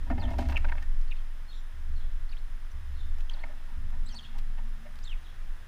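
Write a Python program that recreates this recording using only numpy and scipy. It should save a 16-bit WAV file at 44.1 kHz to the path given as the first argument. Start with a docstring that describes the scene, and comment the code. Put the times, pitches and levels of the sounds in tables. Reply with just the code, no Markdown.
"""Beside a lawn, blackbirds flutter off a hanging seed tray that carries the microphone.
Wings push puffs of air and their feathers rustle and snap; feet kick the mesh into ringing and
scuff the seeds. Jolted, the tray goes on swaying and humming in the modes of its pole and frame.
Birds whistle and rasp, nearby and scattered by the trees, over a soft outdoor hush,
with a few hollow knocks and a brief low hum from the tray."""
import sys
import numpy as np
from scipy import signal
from scipy.fft import rfft, irfft
from scipy.io import wavfile
from scipy.ndimage import uniform_filter1d, map_coordinates

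SR = 44100
rng = np.random.default_rng(int(sys.argv[2]) if len(sys.argv) > 2 else 0)


def store_wav(level_fs):
    """Save 16-bit WAV to argv[1]."""
    pcm = np.round(np.clip(np.atleast_2d(level_fs), -1, 1) * 32767)
    wavfile.write(sys.argv[1], SR, pcm.T.astype(np.int16))


N = 250047
TIME = np.arange(N) / SR


def from_db(db):
    """Amplitude ratio of a level in decibels."""
    return 10 ** (np.asarray(db) / 20)


def unit_power(x):
    """Normalisation to a mean square of one."""
    return x / np.sqrt(np.mean(x ** 2) + 1e-20)


def curves(rows):
    """Linear interpolation of rows (time_s, values...): one curve per value column."""
    times, *columns = np.transpose(rows)
    return [np.interp(TIME, np.sort(times), column) for column in columns]


def phase_of(hz):
    """Phase in radians is the time integral of angular frequency."""
    return 2 * np.pi * np.cumsum(hz) / SR


def drift(rate_hz):
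    """Smooth random modulation with a spread near one."""
    knots = rng.standard_normal(N // 10)
    return map_coordinates(knots, [TIME * rate_hz], order=3, mode="wrap")


def coloured(x, spectrum):
    """Spectral shaping by rows (frequency_hz, density_db), at unit power."""
    hz, db = np.transpose(spectrum)
    bins = np.maximum(np.fft.rfftfreq(N, 1 / SR), 1)
    gain = from_db(np.interp(np.log(bins), np.log(hz), db))
    return unit_power(irfft(rfft(x) * gain, N))


def resonant_noise(modes):
    """Random excitation of resonances (centre_hz, half_width_hz, relative_db), at unit power."""
    bins = np.fft.rfftfreq(N, 1 / SR)
    gain = sum(from_db(db) / (1 + ((bins - hz) / width) ** 2) for hz, width, db in modes)
    return unit_power(irfft(rfft(rng.standard_normal(N)) * gain, N))


def steadied(x, span_s):
    """Division by its smoothed envelope holds a noise at a steady strength."""
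    power = uniform_filter1d(np.abs(signal.hilbert(x)) ** 2, max(int(span_s * SR), 1))
    return unit_power(x / np.sqrt(power + 1e-6))


def held(rows, attack_s, release_s):
    """Trapezoidal envelopes of sustained sounds (start_s, end_s, level_db)."""
    return sum(from_db(db) * np.interp(TIME, [start - attack_s, start, end, end + release_s], [0, 1, 1, 0])
               for start, end, db in rows)


def decays(rows, rise_s, decay_db_per_s):
    """Envelopes of exponential decay after pushes (start_s, level_db); their powers add."""
    power = np.zeros(N)
    for start, db in rows:
        age = np.maximum(TIME - start, 0)
        power += (np.minimum(age / rise_s, 1) * from_db(db - decay_db_per_s * age)) ** 2
    return np.sqrt(power)


def swells(rows, wake_db):
    """Envelopes of bursts (peak_s, half_length_s, level_db), each with a wake; their powers add."""
    power = np.zeros(N)
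    for peak, half_length, db in rows:
        near = slice(max(int((peak - .07) * SR), 0), int((peak + .2) * SR))
        offset = (TIME[near] - peak) / half_length
        burst = np.exp(-np.where(offset < 0, np.abs(offset) ** 3, offset ** 2 / 2))
        wake = np.tanh(np.maximum(offset, 0)) * np.exp(-np.abs(offset) / 3)
        power[near] += (from_db(db) * (burst + from_db(wake_db) * wake)) ** 2
    return np.sqrt(power)


def struck(rows, modes, uneven_db):
    """Modal superposition: each blow (start_s, level_db) excites damped sines of uneven strength."""
    starts, db = np.transpose(rows)
    chance_db = uneven_db * rng.standard_normal((len(starts), len(modes)))
    out = np.zeros(N)
    for k, (hz, mode_db, t60_s) in enumerate(modes):
        blows = np.zeros(N)
        blows[(starts * SR).astype(int)] = from_db(db + mode_db + chance_db[:, k]) * (-1) ** k
        radius, angle = from_db(-60 / (t60_s * SR)), 2 * np.pi * hz / SR
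        feedback = [1, -2 * radius * np.cos(angle), radius ** 2]
        out += signal.lfilter([0, np.sin(angle)], feedback, blows + 1e-18)
    return out


def tree_scatter(x, t60_s):
    """Diffuse reverberation from the edge of the wood, as strong as its source."""
    age = TIME[:SR]
    echo = rng.standard_normal(SR) * from_db(-60 * age / t60_s) * (age > .012)
    return signal.fftconvolve(x, echo / np.sqrt(np.sum(echo ** 2)))[:N]


def tray_reflections(x, spread_s, level_db):
    """Interference with early reflections from tray and pole breaks a glide into beads."""
    echo = np.zeros(SR // 20)
    lags, signs = rng.uniform(.05, 1, 12), rng.choice([-1, 1], 12)
    np.add.at(echo, (lags * spread_s * SR).astype(int), signs * np.exp(-lags))
    echo *= from_db(level_db) / np.sqrt(np.sum(echo ** 2))
    echo[0] += 1   # direct path
    return signal.fftconvolve(x, echo / np.sqrt(np.sum(echo ** 2)))[:N]


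# Resonances of the microphone's case: centre_hz, bandwidth_hz, gain_db
CASE_MODES = [(595, 40, 10.6), (668, 18, 7.3), (804.5, 16, 3.4), (949.5, 47, 10.1), (1275, 54, 1.2),
              (1430, 85, 1.4), (1820, 44, 15.8), (2135, 92, 8.2), (2600, 69, 7.4), (2680, 97, 2.8),
              (3030, 63, 5.6)]
def housing(x):
    """Cavity resonance: the hollow case round the microphone adds its own short rings."""
    out = x.copy()
    for hz, bandwidth, db in CASE_MODES:
        radius = np.exp(-np.pi * bandwidth / SR)
        feedback = [1, -2 * radius * np.cos(2 * np.pi * hz / SR), radius ** 2]
        out += from_db(db) * signal.lfilter([1, 0, -1], feedback, x) * (1 - radius ** 2) / 2
    return out


# Spectrum of the outdoor hush: frequency_hz, density_db
HUSH_SPECTRUM = [(59, -0.5), (100, -0.5), (152, -10), (443, -19.5), (1240, -14), (1630, -13.5),
                 (1810, -12.5), (2320, -20), (3390, -21), (4640, -29), (5150, -27), (7670, -33.5),
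                 (10300, -34), (11000, -36), (15000, -37.5)]
# Its strength over time: time_s, relative_db
HUSH_LEVELS = [(0.0, -59), (0.12, -60), (0.32, -60), (0.61, -58.5), (0.84, -59.5), (1.64, -61), (3.55, -60),
               (3.96, -60.5), (5.67, -59.5)]
def hush():
    """Ambient noise: a distant broadband hush, strongest in the bass."""
    return from_db(curves(HUSH_LEVELS)[0] + 5) * coloured(rng.standard_normal(N), HUSH_SPECTRUM)


# Tones of the electronics: pitch_hz, relative_db
WHINE_TONES = [(5033, -82), (10045, -83), (10072, -90.5), (15079, -85)]
def whine():
    """Faint electronic tones with slight random frequency modulation."""
    return from_db(4.5) * sum(from_db(db) * np.sin(phase_of(hz + 4 * drift(10))) for hz, db in WHINE_TONES)


# Bands of the tray's low hum: centre_hz, half_width_hz, relative_db
HUM_BANDS = [(145, 3.1, -0.5), (178.6, 3.4, -7.5), (208.6, 3.7, -3), (227.7, 3.4, 0.5), (243.8, 3.9, -6.5)]
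# When it sounds: start_s, end_s, level_db
HUM_SPANS = [(3.78, 4.86, -58.5)]
def tray_hum():
    """Narrow resonances are heard as unsteady tones: a low hum from the tray swells and fades."""
    return held(HUM_SPANS, attack_s=0.2, release_s=0.2) * steadied(resonant_noise(HUM_BANDS), span_s=0.17)


# Thin notes of far birds: start_s, end_s, pitch_hz, level_db
FAR_NOTES = [(1.49, 1.504, 4275, -58), (1.505, 1.555, 4270, -67), (1.54, 1.583, 3940, -68),
             (1.554, 1.6, 5700, -74), (1.558, 1.608, 7170, -76)]
def far_birds(waver_hz=25, rough_db=2.5):
    """Random modulation roughens held notes, which reverberate among the trees."""
    tones = np.zeros(N)
    for start, end, hz, db in FAR_NOTES:
        envelope = held([(start, end, db)], attack_s=0.014, release_s=0.016)
        tones += envelope * np.sqrt(2) * np.sin(phase_of(hz + waver_hz * drift(300)))
    tones *= unit_power(from_db(rough_db * drift(210)))
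    return tones + from_db(-15) * tree_scatter(tones, t60_s=.35)


# Spectrum of rubbing feathers: frequency_hz, density_db
RUSTLE_SPECTRUM = [(500, -5), (1150, 10.5), (1550, 10.5), (2200, 6.5), (2600, 4.5), (3200, -1), (4000, -4),
                   (5000, -6.5), (7000, -18), (15000, -30)]
def rustle_noise():
    """Friction noise with a broad midrange peak, at unit power."""
    return coloured(rng.standard_normal(N), RUSTLE_SPECTRUM)


# Soft hollow knocks further off: peak_s, half_length_s, pitch_hz, relative_db
HOLLOW_KNOCKS = [(3.383, 0.018, 820, -52), (3.4395, 0.0018, 810, -40), (3.447, 0.0018, 820, -50),
                 (3.499, 0.0084, 680, -54), (3.7, 0.016, 900, -55.5), (3.936, 0.015, 830, -52),
                 (4.144, 0.0083, 857, -49), (4.358, 0.013, 840, -51.5), (4.586, 0.0088, 870, -48.5),
                 (4.862, 0.0092, 640, -50)]
def knocks(half_width_hz=110):
    """Each knock is a noise burst in one broad resonance, with a little rustle above it."""
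    hollow = np.zeros(N)
    for peak, half_length, hz, db in HOLLOW_KNOCKS:
        resonance = steadied(resonant_noise([(hz, half_width_hz, 0)]), span_s=0.0078)
        hollow += resonance * swells([(peak, half_length, db)], wake_db=-5)
    rustle = rustle_noise() * swells(np.array(HOLLOW_KNOCKS)[:, [0, 1, 3]], wake_db=-29)
    return housing(from_db(-11) * hollow + from_db(-14) * rustle)


def whistle(contour, waver, fade_s=0.00058):
    """A fundamental and its second harmonic glide along rows (time_s, pitch_hz, level_db, octave_db)."""
    pitch, tone_db, octave_db = curves(contour)
    start, end = contour[0][0], contour[-1][0]
    on = (TIME > start) & (TIME < end)
    fade = np.minimum(np.minimum(TIME[on] - start, end - TIME[on]) / fade_s, 1)
    phase = phase_of(pitch[on] * (1 + waver[on]))
    partials = from_db(tone_db[on]) * np.sin(phase) + from_db(octave_db[on]) * np.sin(2 * phase)
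    out = np.zeros(N)
    out[on] = np.sqrt(2) * fade * partials
    return out


def note(shape, start_s, db):
    """A note's contour, shifted in time and level."""
    return [(start_s + age, hz, db + tone_db, db + octave_db) for age, hz, tone_db, octave_db in shape]


def slur(start_s, length_s, from_hz, to_hz, db, octave_db=-23):
    """The contour of an even glissando that swells towards its end."""
    stages = [(0, db), (0.58, db), (1, db + 3.5)]   # share of the length, level_db
    return [(start_s + share * length_s, from_hz * (to_hz / from_hz) ** share, level, level + octave_db)
            for share, level in stages]


# An arched note and the upward flick after it: offset_s, pitch_hz, relative_db, octave_db
ARCH_NOTE = [(0, 3960, 3, -28), (.011, 4730, -2, -32), (.015, 4950, -15, -36), (.023, 4900, -14, -36),
             (.027, 4600, 2, -30), (.032, 4150, 4, -30), (.043, 3300, -4, -30)]
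FLICK_NOTE = [(.079, 3100, 9, -30), (.086, 3590, 0, -26), (.094, 4350, -0.5, -17), (.106, 4380, -10, -30)]
# Phrases of those two notes: start_s, relative_db
SONG_PHRASES = [(1.077, -61.5), (2.29, -57.5), (3.309, -55.5)]
# A two-syllable twitter; a whistle that leaps, then falls: time_s, pitch_hz, relative_db, octave_db
TWITTER_CALL = [(4.058, 3600, -75, -64), (4.065, 3860, -54, -53), (4.075, 4030, -50, -66),
                (4.09, 4150, -54, -63), (4.1, 3270, -52, -65), (4.116, 3150, -50, -63),
                (4.131, 2810, -60, -52), (4.144, 2700, -63, -50), (4.153, 4330, -48, -56),
                (4.163, 4500, -43, -60), (4.177, 4400, -43, -63), (4.185, 3750, -47, -66),
                (4.193, 3230, -47, -66), (4.212, 3080, -55, -73)]
FALLING_CALL = [(5.028, 2490, -83, -59.5), (5.035, 2530, -76, -53), (5.044, 3750, -50, -52),
                (5.054, 4290, -51, -66), (5.059, 3970, -46, -65), (5.064, 3700, -50, -63),
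                (5.069, 3670, -62, -72), (5.074, 3750, -45, -60), (5.08, 3620, -41, -72),
                (5.085, 3370, -58, -76), (5.091, 3330, -43, -74), (5.109, 3050, -49, -76),
                (5.13, 2620, -42, -76), (5.139, 2410, -48, -78), (5.146, 2200, -61, -80)]
# Slurred whistles and chips: start_s, length_s, from_hz, to_hz, direct_relative_db, scattered_db
SLURRED_CALLS = [(0.198, .022, 4960, 4100, -52.5, -69), (0.227, 0.016, 3780, 3380, -49, -66),
                 (0.238, 0.024, 3240, 3064, -47.5, -63), (1.113, 0.0052, 3800, 3400, -48, -59),
                 (1.165, 0.0068, 2700, 2490, -53.5, -60), (1.186, 0.01, 3150, 3260, -58, -63),
                 (1.503, 0.012, 3170, 3900, -56, -66), (1.514, 0.02, 3950, 3350, -55, -58.5),
                 (1.961, 0.021, 4500, 3880, -60, -65), (1.999, 0.017, 3900, 3300, -59, -61),
                 (2.713, 0.0092, 6050, 5900, -64, -74), (2.941, 0.055, 4370, 3505, -66, -62),
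                 (3.2963, 0.0032, 3420, 3150, -38.5, -54), (3.435, 0.0067, 1960, 2190, -38, -66),
                 (4.085, 0.01, 5120, 4300, -51, -57), (4.177, .005, 5100, 4700, -57, -61),
                 (4.223, 0.039, 4430, 3200, -58, -63), (4.231, 0.039, 3000, 3460, -53, -68),
                 (4.241, 0.017, 3020, 2540, -57, -66), (5.241, 0.031, 4050, 3210, -58, -61)]
def birdsong():
    """Frequency and amplitude modulation make whistles raspy; they arrive directly and by scattering."""
    waver = .017 * drift(800) + 0.013 * drift(110)   # share of the pitch
    hoarseness = from_db(3 * drift(400)) * (1 + .27 * drift(1500))
    tremble = from_db(drift(90.4))
    rasp = unit_power(hoarseness * tremble)
    notes = [note(shape, start, db) for start, db in SONG_PHRASES for shape in (ARCH_NOTE, FLICK_NOTE)]
    song = rasp * sum(whistle(contour, waver) for contour in notes + [TWITTER_CALL, FALLING_CALL])
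    direct = rasp * sum(whistle(slur(*glide, db), waver) for *glide, db, _ in SLURRED_CALLS)
    scattered = rasp * sum(whistle(slur(*glide, db), waver) for *glide, _, db in SLURRED_CALLS)
    near = tray_reflections(song + direct, spread_s=.009, level_db=-10)
    return from_db(-4) * near + tree_scatter(from_db(-17) * song + scattered, t60_s=.42)


# The up-and-down swoop of a "chek" call: offset_s, pitch_hz, relative_db, octave_db
CHEK_SWOOP = [(0, 2290, -24, -50), (.0028, 2705, -6, -47), (.005, 3210, -29, -50),
              (.0072, 3300, -26.5, -45), (.0105, 2600, 1, -38), (.0124, 2470, -8, -40)]
# Sharp "chek" calls: start_s, level_db
CHEK_CALLS = [(0.5582, -23.5), (1.1105, -37.5), (2.3216, -47.5)]
def cheks(rasp_after_s=.0131, rasp_hz=2490, gap_s=0.0025, pulse_s=0.00078):
    """A fast frequency sweep of the voice breaks into a pulse train, heard as a rasp."""
    rasp_peak_s, rasp_fade_s = 0.0024, 0.0045
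    calls = np.zeros(N)
    for start, db in CHEK_CALLS:
        calls += whistle(note(CHEK_SWOOP, start, db), waver=np.zeros(N))
        near = slice(int(start * SR), int((start + .05) * SR))
        for k, jitter in enumerate(rng.uniform(-.1, .1, size=5)):
            delay = (k + jitter) * gap_s
            age = TIME[near] - start - rasp_after_s - delay
            strength = from_db(db - 0.5) * np.exp(-((delay - rasp_peak_s) / rasp_fade_s) ** 2)
            calls[near] += strength * np.exp(-(age / pulse_s) ** 2) * np.cos(2 * np.pi * rasp_hz * age)
    scatter = from_db(-21) * tree_scatter(calls, t60_s=.42)
    return tray_reflections(calls, spread_s=0.02, level_db=-21) + scatter


# Amplitude of the tray's sway: time_s, level_db
SWAY_LEVELS = [(0.0, -29), (0.12, -28.5), (0.46, -33), (0.66, -19.5), (0.82, -29), (0.95, -19.5),
               (1.52, -36.5), (1.64, -29), (1.72, -37.5), (1.93, -24.5), (2.87, -35.5), (3.14, -24),
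               (3.62, -33), (4.03, -24), (4.23, -45), (4.37, -25), (4.74, -28.5), (4.8, -40), (5.16, -28),
               (5.26, -43), (5.5, -27.5), (5.67, -46)]
def tray_sway(sway_hz=18.6, wander_hz=1.52):
    """The tray oscillates on its hanger at the lower limit of hearing."""
    swing = np.sqrt(2) * np.sin(phase_of(sway_hz + wander_hz * drift(4)))
    upper_mode = from_db(-10.5) * resonant_noise([(27.45, 0.97, 0)])
    return from_db(curves(SWAY_LEVELS)[0]) * (swing + upper_mode)


# Resonances of the pole and of the tray's frame: centre_hz, half_width_hz, relative_db
POLE_MODES = [(67.44, 1.54, 4.5), (63.6, 5, -8.5), (89.9, 1.66, -8.5), (44.3, 19.3, -15.5),
              (151.4, 1.28, -22.5)]
FRAME_MODES = [(122, 6, -14), (191, 17.4, -1.5), (239.3, 2.8, 4), (249.6, 6.5, -2), (296, 95, -9.5)]
# Birds landing and pushing off: start_s, pole_relative_db, frame_relative_db
FEEDER_JOLTS = [(0.0, -36, -49), (0.085, -28.5, -35.5), (0.236, -28.5, -60), (.35, -30, -39),
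                (0.454, -27, -56), (1.73, -40.5, -61), (1.862, -35.5, -54.5), (2.731, -37, -80),
                (2.862, -35.5, -62), (3.03, -40, -62), (3.759, -35.5, -74), (4.93, -46, -79)]
def pole_and_frame(rise_s=0.017):
    """Damped vibration: each jolt sets pole and frame humming, then dies away to a faint floor."""
    jolts = np.array(FEEDER_JOLTS)
    pole_swing = np.hypot(decays(jolts[:, [0, 1]], rise_s, decay_db_per_s=40), from_db(-54))
    frame_swing = np.hypot(decays(jolts[:, [0, 2]], rise_s, decay_db_per_s=39.5), from_db(-67))
    pole = from_db(-0.6) * pole_swing * steadied(resonant_noise(POLE_MODES), span_s=0.081)
    frame = from_db(-6) * frame_swing * steadied(resonant_noise(FRAME_MODES), span_s=0.058)
    return pole + frame


# Spectra of skittering husks and of one husk cracking: frequency_hz, density_db
SKITTER_SPECTRUM = [(1500, 2.5), (3000, 7), (6000, -4), (9000, -10), (15000, -28)]
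CRACK_SPECTRUM = [(1500, 6), (3000, 7), (6000, 0.5), (9000, -10), (15000, -7)]
# Feet scuffing the seeds, and single seeds cracking: start_s, level_db
SEED_SCUFFS = [(.304, -56.5), (.319, -70), (.3825, -49), (.406, -62), (.444, -59), (.488, -65), (.509, -68),
               (.567, -61)]
SEED_CRACKS = [(.3045, -52), (.3838, -45), (.386, -43.5), (.3915, -49), (.4035, -53), (.409, -50),
               (.416, -56), (.4875, -45), (.4985, -52), (.503, -48), (.5097, -49), (.512, -52),
               (.5235, -51.5), (.547, -57), (.576, -46), (.827, -51), (1.013, -53), (2.715, -60),
               (3.185, -50), (3.207, -48.5), (3.298, -52), (3.903, -55.5), (4.383, -51.5), (4.387, -45.5),
               (4.956, -52), (4.989, -52)]
def seeds(clicks_per_s=1100):
    """Shot noise: scuffed husks skitter in randomly timed clicks; single ones crack and rattle."""
    clicks = rng.choice([-1, 1], N) * (rng.random(N) < clicks_per_s / SR)
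    skitter = decays(SEED_SCUFFS, rise_s=0.0047, decay_db_per_s=155) * coloured(clicks, SKITTER_SPECTRUM)
    crack = decays(SEED_CRACKS, rise_s=1 / SR, decay_db_per_s=9000)
    rattle = from_db(-5) * decays(SEED_CRACKS, rise_s=1 / SR, decay_db_per_s=1300)
    return skitter + (crack + rattle) * coloured(rng.standard_normal(N), CRACK_SPECTRUM)


# Modes of the struck tray: pitch_hz, relative_db, t60_s
TRAY_MODES = [(232.6, -11, 0.27), (253.8, -3.5, 0.56), (295.6, -9.5, 0.31), (345, -15.5, 0.096),
              (582, -12, 0.065), (675.3, -12, 0.47), (763, -12.5, 0.11), (920, -24, 0.077),
              (1296, -5.5, 0.018), (1790, -17, 0.073), (2140, -17.5, 0.12)]
# Blows that set the tray ringing, kicks and one light knock: start_s, level_db
TRAY_BLOWS = [(.101, -27), (.112, -43.5), (0.127, -33.5), (.255, -39), (.307, -38.5), (.385, -30.5),
              (.406, -43), (0.489, -42.5), (3.441, -55)]
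def tray_blows():
    """Impulse excitation: each blow sets the tray ringing in its natural modes."""
    return struck(TRAY_BLOWS, TRAY_MODES, uneven_db=2.5)


# Modes that ring in a snap: pitch_hz, relative_db, t60_s
SNAP_RESONANCES = [(660, -17, .035), (943, -8, 0.046), (1535, -1, 0.016), (1830, -4, 0.018),
                   (2160, -5, 0.017), (2700, -10.5, 0.008), (3200, -18, .008), (4600, -20, 0.0059)]
# Sharp snaps of wings, and one late knock on the tray: start_s, relative_db
SHARP_SNAPS = [(0.1018, -38), (.1805, -49), (0.308, -53), (.391, -40), (0.4883, -40), (.4965, -41),
               (0.5232, -39), (.529, -40), (.6455, -41), (.6505, -33), (0.689, -42), (0.6956, -39),
               (0.7189, -38), (0.7226, -32), (.753, -44), (.782, -47), (.8255, -56), (3.4412, -52)]
def snaps(count=3, gap_s=0.001078, loss_db=2.5):
    """Impulses in quick succession fuse into one snap, as when flight feathers crack taut in turn."""
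    jitters = rng.uniform(-.3, .3, (len(SHARP_SNAPS), count))
    cracks = [(start + gap_s * k * (1 + late), db - loss_db * k)
              for (start, db), jitter in zip(SHARP_SNAPS, jitters) for k, late in enumerate(jitter)]
    return from_db(-2) * struck(cracks, SNAP_RESONANCES, uneven_db=3)


# Spectrum of the puff of air from a wing: frequency_hz, density_db
PUFF_SPECTRUM = [(200, 3.5), (340, 9.5), (480, -17.5), (600, 2), (780, 9), (950, 1.5), (1120, -18),
                 (1500, -33), (3000, -38)]
# Strong strokes: peak_s, half_length_s, air_relative_db, rustle_relative_db
WING_STROKES = [(0.11, 0.0072, -35.5, -43.5), (0.183, 0.0045, -36.5, -44.5), (0.23, 0.013, -40, -50.5),
                (0.284, 0.0055, -48, -54), (0.313, 0.004, -38, -55), (0.338, 0.0046, -40, -52),
                (0.391, 0.0042, -30.5, -44), (0.417, .006, -39, -56), (0.427, 0.0047, -46, -48),
                (0.455, .0059, -47, -52), (0.495, 0.0052, -40.5, -43), (.512, 0.0022, -50, -45),
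                (.526, 0.004, -36, -39.5), (0.547, 0.0047, -39, -49), (0.575, 0.0044, -42.5, -38),
                (0.648, 0.0046, -38.5, -41), (0.69, 0.0074, -48, -46), (0.722, 0.0045, -42.5, -49),
                (0.752, 0.005, -49, -58), (0.78, 0.0094, -54, -48.5), (0.826, 0.0073, -57, -51.5)]
# Soft ruffling: start_s, end_s, air_relative_db, rustle_relative_db
WING_RUFFLES = [(0.072, 0.42, -55, -65.5), (0.503, 0.59, -55, -62), (1.982, 2.063, -65.5, -77),
                (3.307, 3.62, -63, -68.5)]
def wings(flicker_hz=44.14, flicker_db=6.5):
    """Air displacement and friction: strokes and softer ruffles push puffs of air as feathers rub."""
    strokes, ruffles = np.array(WING_STROKES), np.array(WING_RUFFLES)
    air = steadied(coloured(rng.standard_normal(N), PUFF_SPECTRUM), span_s=0.0072)
    feathers = steadied(rustle_noise(), span_s=0.0032)
    feathers = unit_power(feathers * from_db(3.6 * drift(900)))   # barbs catch on each other
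    flicker = from_db(flicker_db * drift(flicker_hz))
    soft_air = flicker * held(ruffles[:, [0, 1, 2]], attack_s=0.018, release_s=0.12)
    soft_rustle = flicker * held(ruffles[:, [0, 1, 3]], attack_s=0.018, release_s=0.12)
    push = air * np.hypot(swells(strokes[:, [0, 1, 2]], wake_db=-1.5), soft_air)
    rustle = feathers * np.hypot(swells(strokes[:, [0, 1, 3]], wake_db=-37), soft_rustle)
    return housing(from_db(-8) * push + from_db(-5.5) * rustle)


def scene():
    """Superposition: the pressures of all sources add at the one microphone."""
    flutter = tray_sway() + pole_and_frame() + tray_blows() + wings() + snaps() + seeds()
    return (flutter + knocks() + birdsong() + cheks() + far_birds() + tray_hum() + hush() + whine())[None]


def record(dry):
    """Band limiting: a steep elliptic low-pass cuts the treble above 15.3 kHz."""
    return signal.sosfilt(signal.ellip(10, .1, 80, 15300, fs=SR, output="sos"), dry)


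dry = scene()
out = record(dry)
store_wav(out)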